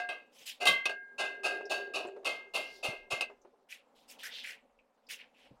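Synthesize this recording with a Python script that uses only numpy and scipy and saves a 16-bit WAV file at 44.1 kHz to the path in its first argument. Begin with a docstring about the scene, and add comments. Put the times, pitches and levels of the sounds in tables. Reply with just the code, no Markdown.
"""It opens on the ringing tail of a knock; a wire strainer meets the rim of a cast iron pot in a garage, in mono.
Each contact is mesh noise, a thud and clear hoop modes, and chokes the pot's ringing to start it anew;
the pot's modes answer to the place struck. The pot rocks on a steel grate in soft random taps.
Behind it soles scuff the concrete as grains of noise, with narrow-noise ticks and low bumps of sine and noise.
Lowest lie a lumpy handling rumble and unsteady room noise; the microphone chain cuts the top."""
import sys
import numpy as np
from scipy import signal
from scipy.fft import rfft, irfft, next_fast_len
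from scipy.io import wavfile
from scipy.ndimage import uniform_filter1d, map_coordinates

SR = 44100
rng = np.random.default_rng(int(sys.argv[2]) if len(sys.argv) > 2 else 0)


def wav_out(sig):
    """Save sig, one row per channel (or a flat mono array), as 16-bit PCM at SR to the path in sys.argv[1]."""
    wavfile.write(sys.argv[1], SR, np.round(np.clip(np.atleast_2d(sig).T, -1, 1) * 32767).astype(np.int16))


N = 246959


def amp(db):
    """Decibels to a linear factor."""
    return 10 ** (np.asarray(db) / 20)


def unit(x):
    """x scaled to an RMS of one."""
    return x / np.sqrt(np.mean(x ** 2) + 1e-20)


def along(points, hz):
    """Interpolate (Hz, value) points on a log frequency axis."""
    f, v = np.transpose(points)
    return np.interp(np.log(hz + 1), np.log(f + 1), v)


def level_curve(points):
    """Linear gain per sample through (s, dB) points, -120 dB outside them."""
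    s, db = np.transpose(points)
    return amp(np.interp(np.arange(N) / SR, s, db, -120, -120))


def wobble(rate):
    """A smooth random curve with this many knots a second."""
    knots = rng.standard_normal(int(N * rate / SR) + 4)
    return map_coordinates(knots, [np.arange(N) * rate / SR])


def filtered(x, response):
    """x filtered by a complex response of frequency, padded against wrap-around."""
    n = x.shape[-1]
    m = next_fast_len(n + 8192)
    return irfft(rfft(x, m) * response(np.fft.rfftfreq(m, 1 / SR)), m)[..., :n]


def resonances(modes):
    """Causal response of (Hz, width Hz, dB) modes, summed with alternating sign."""
    def response(f):
        total = 0
        for k, (centre, width, db) in enumerate(modes):
            mode = 1j * f * width / (centre * centre - f * f + 1j * f * width)
            total = total + (-1) ** k * amp(db) * mode
        return total
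    return response


def coloured(points):
    """Response through (Hz, dB) points."""
    return lambda hz: amp(along(points, hz))


def patchy(x, patchy_db, size):
    """Noise with patches of random gain in time and frequency."""
    z = signal.stft(x, nperseg=256)[2]
    field = uniform_filter1d(rng.standard_normal(z.shape), size=size, axis=0)
    field = uniform_filter1d(field, size=size + 2, axis=1)
    return signal.istft(z * amp(patchy_db * unit(field)), nperseg=256)[1][:len(x)]


def add(track, s, sound):
    """Mix a sound in at s seconds."""
    part = track[round(s * SR):][:len(sound)]
    part += sound[:len(part)]


def ever_faster_fade(u):
    """The ring dies ever faster: loss grows with the fourth power, 20 dB at 0.35 s."""
    return amp(-20 * (u / 0.35) ** 4)


# Contacts of strainer and rim, for pot() and strainer(): [t/s, rise/s (each layer scales it), mesh level/dB,
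# fade stretch (factor), tilt/dB per octave (nominal), ring level/dB, place on rim/deg, best-ringing f/Hz]
CONTACTS = [(0.0, 0.00071, -45, 0.57, -4.6, -33, 133.5, 776),
            (0.089, 0.0015, -42.5, 0.81, -7.5, -37.5, 33, 1115),
            (0.601, 0.049, -40, 0.9, -1.8, -27, 70, 910), (0.653, 0.0068, -30, 0.91, 2.5, -33, 35.4, 1140),
            (0.669, 0.0041, -27, 0.61, 4, -24.5, 70.2, 2280),
            (0.855, 0.0029, -27, 0.27, -2.5, -38.5, 31.4, 1160),
            (0.894, 0.0016, -38, 0.41, -3.5, -42.5, 89, 1107), (1.18, 0.054, -37, 1, -2.5, -22, 37.8, 797),
            (1.432, 0.056, -35.5, 1, -2.2, -31.5, 5.4, 1000), (1.695, 0.049, -37, 1, -0.5, -35, 126, 880),
            (1.935, 0.059, -38, 0.81, -2.8, -35, 0.92, 667),
            (2.245, 0.045, -36.5, 0.98, -1.4, -25.5, 179, 4080),
            (2.536, 0.048, -37, 1, 0.7, -28, 179, 4000), (2.827, 0.053, -37.5, 0.95, 0.4, -33.5, 179, 3370),
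            (3.102, 0.044, -38, 0.82, -1.1, -32, 179, 3380),
            (3.209, 0.00094, -29.5, 0.32, -1.3, -43, 106, 997)]
# Pot modes in families that a blow excites together: [f/Hz, level/dB, t60/s before any damping]
POT_MODES = [
    [(394.5, 0, .5)],
    [(716, 0, .6)],
    [(1572, 0, .45)],
    [(1615.5, 0, 1.1)],
    [(2073.3, 0, .6)],
    [(2112.4, 0, .65)],
    [(3193.5, 0, .32), (1117.3, -8, .32), (1147.2, -5, .26), (2612.5, -4, .14), (3085.3, -10, .34),
     (3567, -7, .17), (3722, -3, .07), (3877.5, -4, .21), (4211, -22, .45), (4316, -16, .25),
     (5820, -17, .12)],
]
# Bending waves round the rim, one count per family
RIM_WAVES = [2, 3, 5, 5, 6, 6, 8]
# Mode shape of each family: [antinode/deg, level/dB]
RIM_SHAPES = [(-1, -2), (8.5, -4), (47.5, -1), (52.5, 6.5), (45, 3.5), (-7.5, 0.5), (55, 7)]
# The strainer is laid on the rim and smothers the ringing: [t/s]
STRAINER_LAID = [0.18, 3.25]
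NARROW_DB, NODE_SHARE = 8, 0.12  # loss one octave from the best pitch; share left at a node


def pot():
    """Each contact grips the rim: the old ringing is choked and bending modes swell anew."""
    out, t = np.zeros(N), np.arange(SR) / SR
    starts = [row[0] for row in CONTACTS] + [N / SR]
    for (s, rise, _, _, _, ring_db, place, best_hz), stop in zip(CONTACTS, starts[1:]):
        u = t[:int((min(stop - s, .5) + .05) * SR)]
        swell = 1 - np.exp(-(u / (0.57 * rise)) ** 2)
        choke = np.exp(-np.maximum(u - (stop - s), 0) / 0.025)
        grip = swell * choke * ever_faster_fade(u)
        for laid in STRAINER_LAID:
            if s < laid:
                grip *= np.exp(-np.maximum(u + s - laid, 0) / 0.055)
        for family, waves, (antinode, shape_db) in zip(POT_MODES, RIM_WAVES, RIM_SHAPES):
            octaves_off = np.log2(family[0][0] / best_hz)
            level_db = ring_db + shape_db - NARROW_DB * octaves_off ** 2
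            # a blow at a node hardly moves the mode
            moves = np.abs(np.cos(waves * np.radians(place - antinode))) + NODE_SHARE
            for hz, db, t60 in family:
                # the hand's pressure on the rim varies, 40 knots a second
                waver_db = 1.9 * np.interp(u, np.arange(24) / 40, rng.standard_normal(24))
                envelope = moves * grip * amp(level_db + waver_db + db - 60 * u / t60)
                # phase runs on one clock across contacts
                tone = np.sin(2 * np.pi * hz * (u + round(s * SR) / SR))
                add(out, s, envelope * tone)
    return out


def wires(grid):
    """Responses of 600 thin wire modes at random pitches, one row each."""
    hz = 1000 + 14500 * rng.random((600, 1)) ** 1.5
    width = .003 * hz + 14
    return 1j * grid * width / (hz ** 2 - grid ** 2 + 1j * grid * width)


# Mesh resonances, relative: [f/Hz, width/Hz, level/dB]
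MESH_MODES = [(1238, 200, -8.5), (2504, 115, 6), (2602, 282, 7), (2810, 250, 3.5), (3720, 380, -7.5),
              (4513, 180, -5), (5040, 830, -14), (7200, 610, -17), (8330, 390, -17.5), (11000, 1400, -19),
              (12400, 9200, -27)]
# Thud resonances, relative: [f/Hz, width/Hz, level/dB]
THUD_MODES = [(396, 225, -3), (639.6, 155, 13), (711, 320, 7.5)]
THUD_DB, THUD_AT_DB, THUD_GROWS = -40.5, -36.5, 0.68  # thud at this mesh level; dB of thud per dB of mesh


def mesh_and_thud(mesh_db, bright_db, grid, modes, length):
    """Chattering noise through wires of random strength, plus low noise through the thud modes."""
    # wire strengths are drawn at random for each blow
    strengths = rng.choice([-1, 1], len(modes)) * amp(rng.normal(0, 4.2, len(modes)))
    tilt = amp(bright_db * np.log2(grid / 2600 + 0.49))
    mesh = np.abs(resonances(MESH_MODES)(grid) * (1.6 + strengths @ modes)) * tilt
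    chatter = uniform_filter1d(rng.standard_normal((2, length)), size=88, axis=1)
    noise = rng.standard_normal((2, length)) * amp(1.1 * unit(chatter))
    top_hz = 14000 * 2 ** (min(bright_db, 0) / 9.5)  # dull contacts lose more treble

    def mesh_response(f):
        return np.interp(f, grid, mesh) / (1.5 + (f / top_hz) ** 6)

    def thud_response(f):
        return resonances(THUD_MODES)(f) * f ** 4 / (f ** 4 + 200 ** 4)

    thud_db = THUD_DB + THUD_GROWS * (mesh_db - THUD_AT_DB)
    rattle = amp(mesh_db) * unit(filtered(noise[0], mesh_response))
    return rattle + amp(thud_db) * unit(filtered(noise[1], thud_response))


# Decay of mesh, thud and hoop, before each contact's stretch: [f/Hz, t60/s]
DECAY = [(200, 0.66), (700, 0.38), (2700, 0.42), (5000, 0.3), (9000, 0.24), (15000, 0.31)]
# Clear modes of the strainer's hoop and handle: [f/Hz]
HOOP_HZ = np.array([2519, 2565, 2632, 2721, 2849, 3768, 4425, 4581, 4715, 4947, 5082, 5367, 5762, 6205, 6605, 7080, 8059, 8409, 9090, 10164, 10535, 11488])
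CLEAR_DB, CLEAR_WHEN_DULL = -8.5, 0.83  # hoop over mesh; dB gained per dB of dullness


def hoop_ring(rise, mesh_db, stretch, bright_db, u):
    """Decaying sines of hoop and handle; loose wires make the ring flicker."""
    share = np.abs(resonances(MESH_MODES)(HOOP_HZ)) ** 0.87
    share = share * amp(0.65 * bright_db * np.log2(HOOP_HZ / 2600 + 0.2))
    spread_db = rng.normal(0, 5.1, len(HOOP_HZ))
    level = amp(mesh_db + CLEAR_DB - CLEAR_WHEN_DULL * bright_db + spread_db)
    share = unit(share) * level / np.sqrt(len(HOOP_HZ))
    t60 = 1.12 * stretch * along(DECAY, HOOP_HZ)
    dies = amp(-60 * np.outer(1 / t60, np.maximum(u - rise / 2, 0)))
    flicker = uniform_filter1d(rng.standard_normal(dies.shape), size=600, axis=1)
    dies = dies * amp(4.5 * unit(flicker))
    phases = np.outer(HOOP_HZ, u) + rng.random((len(HOOP_HZ), 1))
    return share @ (dies * np.sin(2 * np.pi * phases))


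def strainer():
    """Wires chatter against the iron; every band dies at its own speed in mesh and room."""
    out, length = np.zeros(N), SR // 2
    u = np.arange(length) / SR
    grid = np.arange(0, SR / 2, 6.)
    modes = wires(grid)
    for s, rise, mesh_db, stretch, bright_db, *_ in CONTACTS:
        stretch = max(stretch, .1)
        body = mesh_and_thud(mesh_db, bright_db, grid, modes, length)
        hoop = hoop_ring(rise, mesh_db, stretch, bright_db, u)
        hz, t, z = signal.stft(body, SR, nperseg=256)
        # the heavy low modes take longer to get going
        held = 0.63 * rise * (1 + 300 / (hz[:, None] + 300))
        late = np.maximum(t - held, 0)
        late = late / (stretch * along(DECAY, hz)[:, None])
        decay = amp(-60 * late) + 0.31 * amp(-60 * late / 0.027)  # slow tail and a quick first drop
        fading = signal.istft(z * decay, SR, nperseg=256)[1][:length]
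        first_touch = 0.16 * np.minimum(u / 0.0035, 1)
        full_weight = 0.92 * np.minimum(u / (0.41 * rise), 1)
        add(out, s, (fading + hoop) * ever_faster_fade(u) * (first_touch + full_weight))
    return out


# The pot rocking on the grate: [t/s, level/dB]
ROCKING_LEVEL = [(0.9, -63), (1.23, -74.5), (1.39, -54), (1.55, -45), (1.66, -47), (2.19, -52), (2.37, -62),
                 (3.08, -65), (3.57, -75.5), (3.7, -81)]


def grate():
    """Soft low taps as the heavy pot rocks, 130 a second on average, at random."""
    taps = (rng.random(N) < 130 / SR) * amp(1.9 * rng.standard_normal(N))
    taps = taps + 0.04 * rng.standard_normal(N)
    ring = resonances([(394, 17, 8), (560, 90, -5), (720, 80, -5)])

    def response(f):
        # a soft contact has little treble
        soft = f ** 2 / (f ** 2 + 250 ** 2) / (1 + 1j * f / 900) ** 3
        return soft * ring(f)

    return level_curve(ROCKING_LEVEL) * unit(filtered(taps, response))


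# Drags of a sole: [t/s, rise/s, hold/s, sole level/dB, centre f/Hz, grit level over sole/dB]
SOLE_DRAGS = [(0.311, 0.11, 0.017, -60, 2950, -0.5), (0.454, 0.02, 0.022, -43.5, 3150, -0.5),
              (2.612, 0.023, 0.15, -61, 4600, -8.5), (3.686, 0.04, 0.006, -48.5, 2550, -6.5),
              (3.948, 0.016, 0.065, -69.5, 3450, -6), (4.077, 0.034, 0.0062, -56, 2840, 2.5),
              (4.183, 0.013, 0.076, -52.5, 3170, -11), (4.231, 0.0024, 0.037, -45, 1830, -5),
              (4.291, 0.063, 0.048, -44.5, 3400, -19.5), (4.429, 0.018, 0.067, -45.5, 2280, -10.5),
              (5.086, 0.019, 0.028, -45, 2710, -3.5), (5.188, 0.0031, 0.021, -53.5, 2380, -22.5),
              (5.329, 0.065, 0.074, -65, 2650, -13.5)]
# Colour of the sole, relative: [f/Hz, level/dB per Hz]
SOLE_COLOUR = [(700, -60.5), (1150, -4), (1500, 7), (5500, 2.5), (7000, -9.5)]
# Colour of the grit, relative: [f/Hz, level/dB per Hz]
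GRIT_COLOUR = [(2940, -18), (5000, 6), (6700, 3.5), (12700, -3.5), (15700, -8)]


def shoes():
    """Soles drag grit over concrete: dense short grains that swell, hold and die away."""
    out, u = np.zeros(N), np.arange(SR // 2) / SR
    for s, rise, hold, db, hz, treble_db in SOLE_DRAGS:
        noise = rng.standard_normal((2, len(u)))
        grains = noise * amp([2 * wobble(900)[:len(u)] + wobble(33)[:len(u)] for _ in range(2)])
        body = resonances([(hz, .6 * hz, 0)])
        sole = filtered(patchy(grains[0], patchy_db=1.5, size=3),
                        lambda f: body(f) ** 2 * amp(along(SOLE_COLOUR, f)))
        grit = filtered(patchy(grains[1], patchy_db=3.5, size=4), coloured(GRIT_COLOUR))
        late = np.maximum(u - rise - hold, 0)
        drag = unit(sole) * amp(-60 * late / 0.21) + unit(grit) * amp(treble_db - 60 * late / 0.14)
        add(out, s, amp(db) * np.minimum(u / rise, 1) * drag)
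    return out


def puff(length, hz, width):
    """A band of noise round one resonance, at unit RMS."""
    band = resonances([(hz, width, 0)])
    return unit(filtered(rng.standard_normal(length), lambda f: band(f) ** 2))


# Thin ticks: [t/s, level/dB before the envelope, f/Hz]
TICK_EVENTS = [(1.654, -52.5, 5200), (2.07, -61.5, 7550), (3.415, -69, 6270), (4.788, -61.5, 2510),
               (5.067, -61, 4750)]


def ticks():
    """Narrow noise that starts at once and dies 60 dB in 0.088 s."""
    out, t = np.zeros(N), np.arange(SR // 4) / SR
    for s, db, hz in TICK_EVENTS:
        onset = 1 - np.exp(-t / 0.00092)
        add(out, s, amp(db - 60 * t / 0.088) * puff(len(t), hz, .2 * hz) * onset)
    return out


# Low bumps: [t/s, level/dB before the envelope, f/Hz, t60/s]
BUMP_EVENTS = [(0.688, -46, 161, 0.23), (1.609, -38, 454, 0.041), (2.049, -37, 358, 0.1),
               (2.084, -36, 390, 0.041), (2.163, -46.5, 423, 0.097), (2.231, -55, 597, 0.052),
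               (2.885, -35, 128, 0.048), (2.931, -39, 407, 0.055), (3.129, -37.5, 118, 0.039),
               (3.296, -49, 411, 0.18), (3.448, -52.5, 360, 0.12), (5.508, -51, 122.8, 0.12)]


def bumps():
    """A decaying low sine as the push, with broad noise centred above its pitch."""
    out, t = np.zeros(N), np.arange(SR // 4) / SR
    for s, db, hz, t60 in BUMP_EVENTS:
        push = np.sin(2 * np.pi * hz * t)
        onset = 1 - np.exp(-t / 0.0017)
        noise = puff(len(t), 1.6 * hz, 1.5 * hz)
        add(out, s, amp(db - 60 * t / t60) * (push + 0.8 * noise) * onset)
    return out


# Handling rumble: [t/s, level/dB]
HANDLING_LEVEL = [(0.0, -93.5), (2.51, -89.5), (3.04, -72.5), (3.6, -96), (4.8, -83.5), (4.99, -97),
                  (5.6, -79)]


def handling():
    """A lumpy rumble: noise of random swells, kept mostly between 12 and 45 Hz."""
    lumps = rng.standard_normal(N) * amp(3.0 * wobble(29) + 2.1 * wobble(6))
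    rumble = filtered(lumps, lambda f: f ** 2 / (f ** 2 + 12 ** 2) / (1 + (f / 45) ** 5))
    return level_curve(HANDLING_LEVEL) * unit(rumble)


# Colour of the room noise, relative: [f/Hz, level/dB per Hz]
ROOM_COLOUR = [(41, -47.5), (70, -35.5), (190, -19.5), (238, -7), (374, -20), (439, -10), (563, -6),
               (630, -14.5), (755, -9), (1870, -27.5), (7280, -39), (15700, -50)]
# Room noise, before a small random waver: [t/s, level/dB]
ROOM_CURVE = [(0, -69), (3.3, -68), (3.65, -73.5), (4.2, -66), (4.9, -72.5), (5.6, -67.5)]


def garage():
    """Unsteady room noise: coloured, patchy noise whose level wavers."""
    air = patchy(rng.standard_normal(N), patchy_db=2.5, size=8)
    level = level_curve(ROOM_CURVE) * amp(0.88 * wobble(3.7))
    return level * unit(filtered(air, coloured(ROOM_COLOUR)))


def scene():
    """All layers at one mono microphone, from the pot back to the room."""
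    near = pot() + strainer() + grate()
    around = shoes() + ticks() + bumps()
    return (near + around + handling() + garage())[None]


def record(dry):
    """The microphone chain keeps nothing above 15850 Hz."""
    return filtered(dry, lambda hz: hz < 15850)


dry = scene()
out = record(dry)
wav_out(out)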